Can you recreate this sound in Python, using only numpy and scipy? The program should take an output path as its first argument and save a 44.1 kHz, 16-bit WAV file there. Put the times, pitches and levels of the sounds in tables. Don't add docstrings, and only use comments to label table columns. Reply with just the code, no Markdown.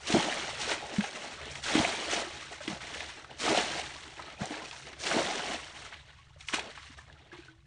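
import sys
import numpy as np
from scipy import signal
from scipy.fft import rfft, irfft, next_fast_len
from scipy.io import wavfile
from scipy.ndimage import map_coordinates

SR = 44100
rng = np.random.default_rng(int(sys.argv[2]) if len(sys.argv) > 2 else 0)


def waveform_to_disk(signal):
    frames = np.transpose(np.atleast_2d(signal))
    scaled = np.clip(frames, -1, 1) * 32767
    samples = np.round(scaled).astype(np.int16)
    wavfile.write(sys.argv[1], SR, samples)


N = 337806

# first water in seconds, landing of the main mass
# in seconds, spray level in dB, churn level in dB, fade of the spray in dB per second.
POURS = [(0.07, .15, -31, -33, 22), (1.638, 1.79, -30.5, -32.5, 26.5), (3.4, 3.486, -30.5, -32.5, 31),
         (5.035, 5.16, -32, -32, 31)]
# heaviest moment in seconds,
# build-up in seconds, spray level in dB, churn level in dB, mist in dB.
THROWS = [(0.718, 0.054, -28.5, -34, -8), (2.137, 0.038, -29.5, -42, -4.5), (2.203, 0.1, -34.5, -33, -6),
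          (3.579, 0.023, -26.5, -31.5, -7), (3.791, 0.16, -37.5, -37, -6), (5.545, 0.24, -37, -36.5, -7.5),
          (6.543, 0.011, -29, -36.5, -7)]
# start in seconds, length in seconds,
# spray level in dB, churn level in dB, mist in dB.
SLOSHES = [(-.02, .09, -48.5, -50.5, -3.5), (0.581, 0.017, -35, -54, -1.5), (0.785, 0.3, -46, -43.5, -9),
           (0.915, 0.17, -44.5, -45, -4), (1.106, 0.23, -42, -44.5, -6), (1.372, 0.11, -44, -47.5, -12.5),
           (1.487, 0.094, -45, -48, -3.5), (2.302, 0.12, -44, -50.5, -9.5), (2.499, 0.023, -45, -45, -4),
           (2.596, 0.11, -45.5, -51, -7), (2.676, 0.071, -42, -41.5, -6), (2.793, 0.18, -42.5, -46.5, -7.5),
           (2.913, 0.2, -43.5, -52, -7), (3.148, 0.08, -49.5, -49.5, -8.5),
           (3.289, 0.023, -47.5, -48, -12.5), (4.033, 0.035, -68, -48, -11), (4.158, 0.18, -48, -50, -12),
           (4.379, 0.12, -43, -42, -6), (4.494, 0.12, -42.5, -42.5, -9), (4.626, 0.21, -48, -54.5, -4.5),
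           (4.848, 0.073, -49.5, -49, -9.5), (4.977, 0.068, -47, -55, 1.5), (5.738, .12, -45.5, -53, -7.5),
           (5.898, 0.029, -47.5, -55, -26), (6.05, 0.047, -54, -65, -29), (6.163, 0.32, -64.5, -85, -18),
           (6.379, .09, -57.5, -77, -1), (6.465, 0.019, -44.5, -69, 2), (6.547, 0.13, -47, -47, -11.5),
           (6.69, 0.22, -49, -66, -8.5), (6.964, 0.0083, -50.5, -58, -4.5), (7.054, 0.29, -61, -61, -13),
           (7.307, 0.097, -53.5, -62.5, -13), (7.428, 0.033, -57, -61.5, -9)]
# start in seconds,
# peak level in dB, starting pitch in Hz, time to fall 60 dB in seconds.
GULPS = [(.101, -21, 310, 0.016), (.138, -22, 205, 0.056), (.149, -15, 330, 0.046), (.146, -15, 676, 0.015),
         (.166, -24, 272, 0.046), (.177, -27.5, 165, 0.065), (.2, -26.5, 850, .028), (.284, -26, 677, .022),
         (.716, -25.5, 850, 0.026), (.982, -16, 195, 0.08), (1.007, -33, 1600, 0.031),
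         (1.037, -33, 780, .054), (1.752, -17.5, 290, 0.027), (1.777, -22, 287, 0.045),
         (1.799, -25.5, 190, 0.017), (1.847, -24, 660, 0.039), (2.131, -30, 344, .04),
         (2.27, -40, 344, 0.09), (2.606, -41, 589, 0.11), (2.678, -24.5, 293, 0.023),
         (2.695, -35, 197, .08), (2.728, -29.5, 169, 0.019), (3.478, -18, 737, 0.025),
         (3.487, -22.5, 314, 0.056), (3.575, -16, 650, 0.013), (4.198, -29, 837, 0.024),
         (4.406, -31, 194, 0.097), (4.414, -33, 128, .078), (4.43, -37, 737, 0.13), (4.504, -34, 286, .12),
         (5.163, -26.5, 293, 0.051), (6.187, -53.5, 1066, 0.069), (6.361, -48.5, 570, .035),
         (6.536, -32, 280, 0.031), (6.584, -29.5, 863, .029), (6.897, -47, 255, 0.058),
         (6.989, -45, 1720, .035), (7.099, -45.5, 1650, .028), (7.317, -40, 1630, .04),
         (7.327, -43, 341, 0.13), (7.386, -42.5, 332, 0.074), (7.483, -45, 1470, 0.058),
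         (7.48, -58.5, 318, 0.44)]
# start in seconds, level in dB,
# centre frequency in Hz, time to fall 60 dB in seconds.
SLAPS = [(.123, -20, 3230, 0.027), (.325, -23, 2040, .009), (.342, -30, 8100, .01), (.612, -27, 3000, .07),
         (.716, -23, 2540, .033), (.962, -26, 2000, 0.019), (1.007, -24.5, 2000, .022),
         (1.038, -29.5, 1900, .09), (1.413, -32, 2060, 0.027), (1.455, -32, 3400, 0.01),
         (1.554, -28.5, 2080, 0.019), (1.684, -27.5, 2320, .1), (1.749, -21, 1850, 0.12),
         (2.163, -24, 2500, 0.029), (2.604, -35, 1210, 0.03), (2.677, -26, 2580, .035),
         (2.806, -32.5, 1760, 0.017), (3.005, -26, 2430, 0.019), (3.244, -34, 1450, .02),
         (3.478, -19, 735, .03), (3.488, -23, 3000, .05), (3.58, -26, 2930, 0.014), (4.193, -34, 1060, 0.1),
         (4.222, -36, 2500, 0.026), (4.3, -37.5, 1800, 0.022), (4.414, -32.5, 1300, 0.063),
         (4.456, -28, 5380, 0.008), (4.539, -30, 1600, 0.03), (4.711, -30.5, 2900, 0.011),
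         (4.928, -34.5, 1670, 0.048), (5.065, -23.5, 2860, .05), (5.112, -21, 1520, .045),
         (5.185, -25.5, 1460, 0.025), (5.3, -24, 2170, .012), (5.925, -35, 1410, 0.061),
         (5.938, -38.5, 1960, 0.061), (6.407, -37.5, 3020, 0.039), (6.485, -26, 2740, .02),
         (6.494, -29, 1330, 0.025), (6.534, -20.5, 1110, 0.035), (6.541, -20.5, 2440, 0.028),
         (6.541, -29.5, 7360, .039), (6.593, -23.5, 2380, 0.031), (6.773, -36.5, 1370, 0.046),
         (6.985, -38, 1090, 0.022), (7.079, -46, 900, 0.05), (7.126, -45.5, 2530, 0.019),
         (7.333, -44, 1000, 0.11), (7.325, -43, 1790, .12), (7.448, -49.5, 3160, 0.036)]
# frequency in Hz, gain in dB.
SPRAY_EQ = [(530, -9.5), (900, -0.5), (1110, -1), (2040, 3.5), (2390, 0.5), (3000, 1.5), (4360, -3),
            (4960, -10.5), (5470, -8.5), (6790, -12.5), (9500, -16), (12400, -110.5)]
CHURN_EQ = [(70, -25), (130, -6), (200, -5), (330, 0), (420, 0), (510, -2), (660, 2), (850, -1.5),
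            (1080, -12.5), (1500, -1.5), (2500, -52)]
DRONE_EQ = [(20, -15), (30, -7.5), (40, -32.5), (58, 1.5), (70, 5.5), (86, -0.5), (110, -6.5), (138, 2.5),
            (175, -17.5), (260, -29.5), (600, -48), (2500, -33), (9500, -47)]
# frequency in Hz, gain in dB.
TRICKLE_EQ = [(700, 4.5), (2100, 3.5), (4200, -1.5)]
# frequency in Hz, time to fall 60 dB in seconds.
WALL_DECAY = [(150, 0.13), (1000, 0.22), (9000, 0.1)]

DB_PER_NEPER = 20 / np.log(10)


def pours(break_s=0.0088, mass_s=0.088, fresh_s=0.06):
    t = np.arange(N) / SR
    for first, lands, spray_db, churn_db, drain in POURS:
        age = np.maximum(t - first, 0)
        opening_db = -DB_PER_NEPER * np.logaddexp(0, (first - t) / break_s)
        lead = np.clip((lands - t) / (lands - first), 0, 1)
        mass = np.exp(-((t - lands) / mass_s) ** 2)
        drained_db = drain * np.maximum(t - lands, 0)
        yield (churn_db + opening_db - 11 * lead + 4 * mass - 1.33 * drained_db,
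               spray_db + opening_db - 3 * lead + 0.5 * mass - drained_db,
               -7 + 3.5 * np.exp(-age / fresh_s))


def throws(fall_s=0.035):
    t = np.arange(N) / SR
    for peak, build_s, spray_db, churn_db, mist_db in THROWS:
        shape_db = DB_PER_NEPER * np.minimum((t - peak) / build_s, (peak - t) / fall_s)
        yield churn_db + shape_db, spray_db + shape_db, mist_db


def sloshes(rise_s=0.027, sag_db_per_s=9, fall_s=0.051):
    t = np.arange(N) / SR
    wavelets_db = 1.35 * wobble(45)
    for start, length, spray_db, churn_db, mist_db in SLOSHES:
        age = np.maximum(t - start, 0)
        rise_db = 20 * np.log10(np.minimum(age / rise_s, 1) + 1e-6)
        settling_db = DB_PER_NEPER * np.maximum(age - length, 0) / fall_s
        shape_db = rise_db + wavelets_db - sag_db_per_s * age - settling_db
        yield churn_db + shape_db, spray_db + shape_db, mist_db


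def water_levels(seep_db=-76.5, seep_mist_db=-5.5):
    power = lambda db: amp(np.maximum(db, -200)) ** 2
    low, high, fine = power(seep_db), power(seep_db), power(seep_db + seep_mist_db)
    for source in (pours, throws, sloshes):
        for churn_db, spray_db, mist_db in source():
            low += power(churn_db)
            high += power(spray_db)
            fine += power(spray_db + mist_db)
    return 10 * np.log10([low, high, fine / high])


def churn(level_db):
    cloud = bubbles(count=4500, lo_hz=151, hi_hz=1149, cycles=16.1, spread_db=0.5, rise=0.11)
    rush = amp(-0.5) * rng.standard_normal(N)
    body = unit(equalised(cloud + rush, CHURN_EQ))
    choke_db = 0.13 * np.maximum(level_db + 28.5, 0)
    return amp(level_db - 3 - choke_db + 1.7 * wobble(45)) * body


def spray(level_db, mist_db, crossover_hz=4800):
    drops = bubbles(count=24000, lo_hz=865, hi_hz=9170, cycles=5.3, spread_db=-1.5, rise=0.1)
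    fizz = bubbles(count=6000, lo_hz=896, hi_hz=6920, cycles=61, spread_db=3.5, rise=0.42)
    cloud = equalised(drops + amp(-5) * fizz + rng.standard_normal(N), SPRAY_EQ)
    coarse = filtered(cloud, lambda hz: 1 / (1 + (hz / crossover_hz) ** 12))
    mist = amp(mist_db) * unit(cloud - coarse)
    clump_db = np.interp(level_db, [-52, -32], [1.5, 0.7])
    return amp(level_db - 3 + clump_db * wobble(110)) * (unit(coarse) + mist)


def gulps(swell_cycles=0.96, glide=0.096, flutter_db=2.5):
    track, t = np.zeros(N), np.arange(SR // 3) / SR
    for start, db, hz, t60 in GULPS:
        shape = (1 - np.exp(-(t * hz / swell_cycles) ** 2)) * decay(t, t60)
        tone = np.sin(2 * np.pi * hz * t * (1 + glide * t / t60))
        add(track, start, amp(db) * shape / shape.max() * tone)
    return track * amp(flutter_db * wobble(160))


def impacts(spray_db, lap_count=60, lap_ceiling_db=-27):
    smacks = [(first, -30, 3700, 0.053) for first, *_ in POURS]
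    thuds = [(lands, -30, 143, 0.18) for _, lands, *_ in POURS]
    laps = []
    for when, size, pitch in rng.random((lap_count, 3)):
        db = min(spray_db[int(when * N)], lap_ceiling_db) - 1.5 + 6 * (2 * size - 1)
        laps.append((when * N / SR, db, 1900 * 2 ** (2 * pitch - 1), 0.09))
    return SLAPS + smacks + thuds + laps


def slaps(cues, width=0.96, attack_s=0.0015, trim_db=-7):
    track, t = np.zeros(N), np.arange(SR // 4) / SR
    for start, db, centre, t60 in cues:
        damping = lambda hz: 1j * hz * centre * width
        hollow = lambda hz: (damping(hz) / (centre ** 2 - hz ** 2 + damping(hz))) ** 2
        burst = unit(filtered(rng.standard_normal(len(t)), hollow))
        shape = (1 - np.exp(-t / attack_s)) * decay(t, t60)
        add(track, start, amp(db + trim_db) * burst * shape / shape.max())
    return track


def trickle(spray_db):
    plinks = bubbles(count=1100, lo_hz=750, hi_hz=4000, cycles=44, spread_db=2.7, rise=0.1)
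    return amp(0.69 * spray_db - 24) * unit(equalised(plinks, TRICKLE_EQ))


def spatter(spray_db):
    ticks = bubbles(count=450, lo_hz=1500, hi_hz=8050, cycles=11, spread_db=14, rise=0.1)
    return amp(1.21 * spray_db - 10) * unit(equalised(ticks, SPRAY_EQ))


def bank_bounce(x, delay_s=0.002373, gain_db=-12.5, dull_hz=6000):
    echo = lambda hz: amp(gain_db) * np.exp(-2j * np.pi * hz * delay_s) / (1 + 1j * hz / dull_hz)
    return filtered(x, lambda hz: 1 + echo(hz))


def mud_walls(x):
    hz, t, noise = signal.stft(rng.standard_normal(SR // 4), SR, nperseg=256)
    _, tail = signal.istft(noise * decay(t, along(WALL_DECAY, hz)[:, None]), SR, nperseg=256)
    delayed = np.pad(x, (SR // 200, 0))
    return signal.fftconvolve(delayed, tail / np.linalg.norm(tail))[:N]


def drone():
    level_db = -57.5 + 1.8 * wobble(3.5)
    return amp(level_db) * unit(equalised(rng.standard_normal(N), DRONE_EQ))


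def bubbles(count, lo_hz, hi_hz, cycles, spread_db, rise):
    when, pitch, size, life = rng.random((count, 4)).T[:, :, None]
    hz = lo_hz + (hi_hz - lo_hz) * pitch
    t60 = cycles * (0.5 + life) / hz
    t = np.arange(min(int(cycles / lo_hz * SR), 4000000 // count)) / SR
    gain = np.sqrt(hz) * amp(-spread_db * np.log(0.02 + size))
    tone = np.sin(2 * np.pi * hz * t * (1 + rise * t / t60 / 2))
    shape = (1 - np.exp(-2 * hz * t)) * decay(t, t60)
    at = (when * N).astype(int) + np.arange(len(t))
    return unit(np.bincount(at.ravel(), (gain * tone * shape).ravel(), N)[:N])


def amp(db):
    return 10 ** (np.asarray(db) / 20)


def unit(x):
    return x / np.sqrt(np.mean(x ** 2) + 1e-20)


def decay(t, t60):
    return np.exp(-np.log(1000) * t / t60)


def wobble(rate):
    knots = rng.standard_normal(int(N * rate / SR) + 4)
    return map_coordinates(knots, [np.arange(N) * rate / SR])


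def along(points, hz):
    point_hz, values = np.transpose(points)
    return np.interp(np.log(hz + 1), np.log(point_hz + 1), values)


def filtered(x, response):
    size = next_fast_len(len(x) + 8192)
    return irfft(rfft(x, size) * response(np.fft.rfftfreq(size, 1 / SR)), size)[:len(x)]


def equalised(x, curve):
    return filtered(x, lambda hz: amp(along(curve, hz)))


def add(track, start, sound):
    part = track[max(round(start * SR), 0):][:len(sound)]
    part += sound[:len(part)]


def scene():
    churn_db, spray_db, mist_db = water_levels()
    flow = churn(churn_db) + spray(spray_db, mist_db) + trickle(spray_db) + spatter(spray_db)
    water = flow + gulps() + bank_bounce(slaps(impacts(spray_db)))
    return (water + amp(-13.5) * mud_walls(water) + drone())[None]


def record(dry, top_hz=9800):
    return filtered(dry[0], lambda hz: hz < top_hz)[None]


dry = scene()
out = record(dry)
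waveform_to_disk(out)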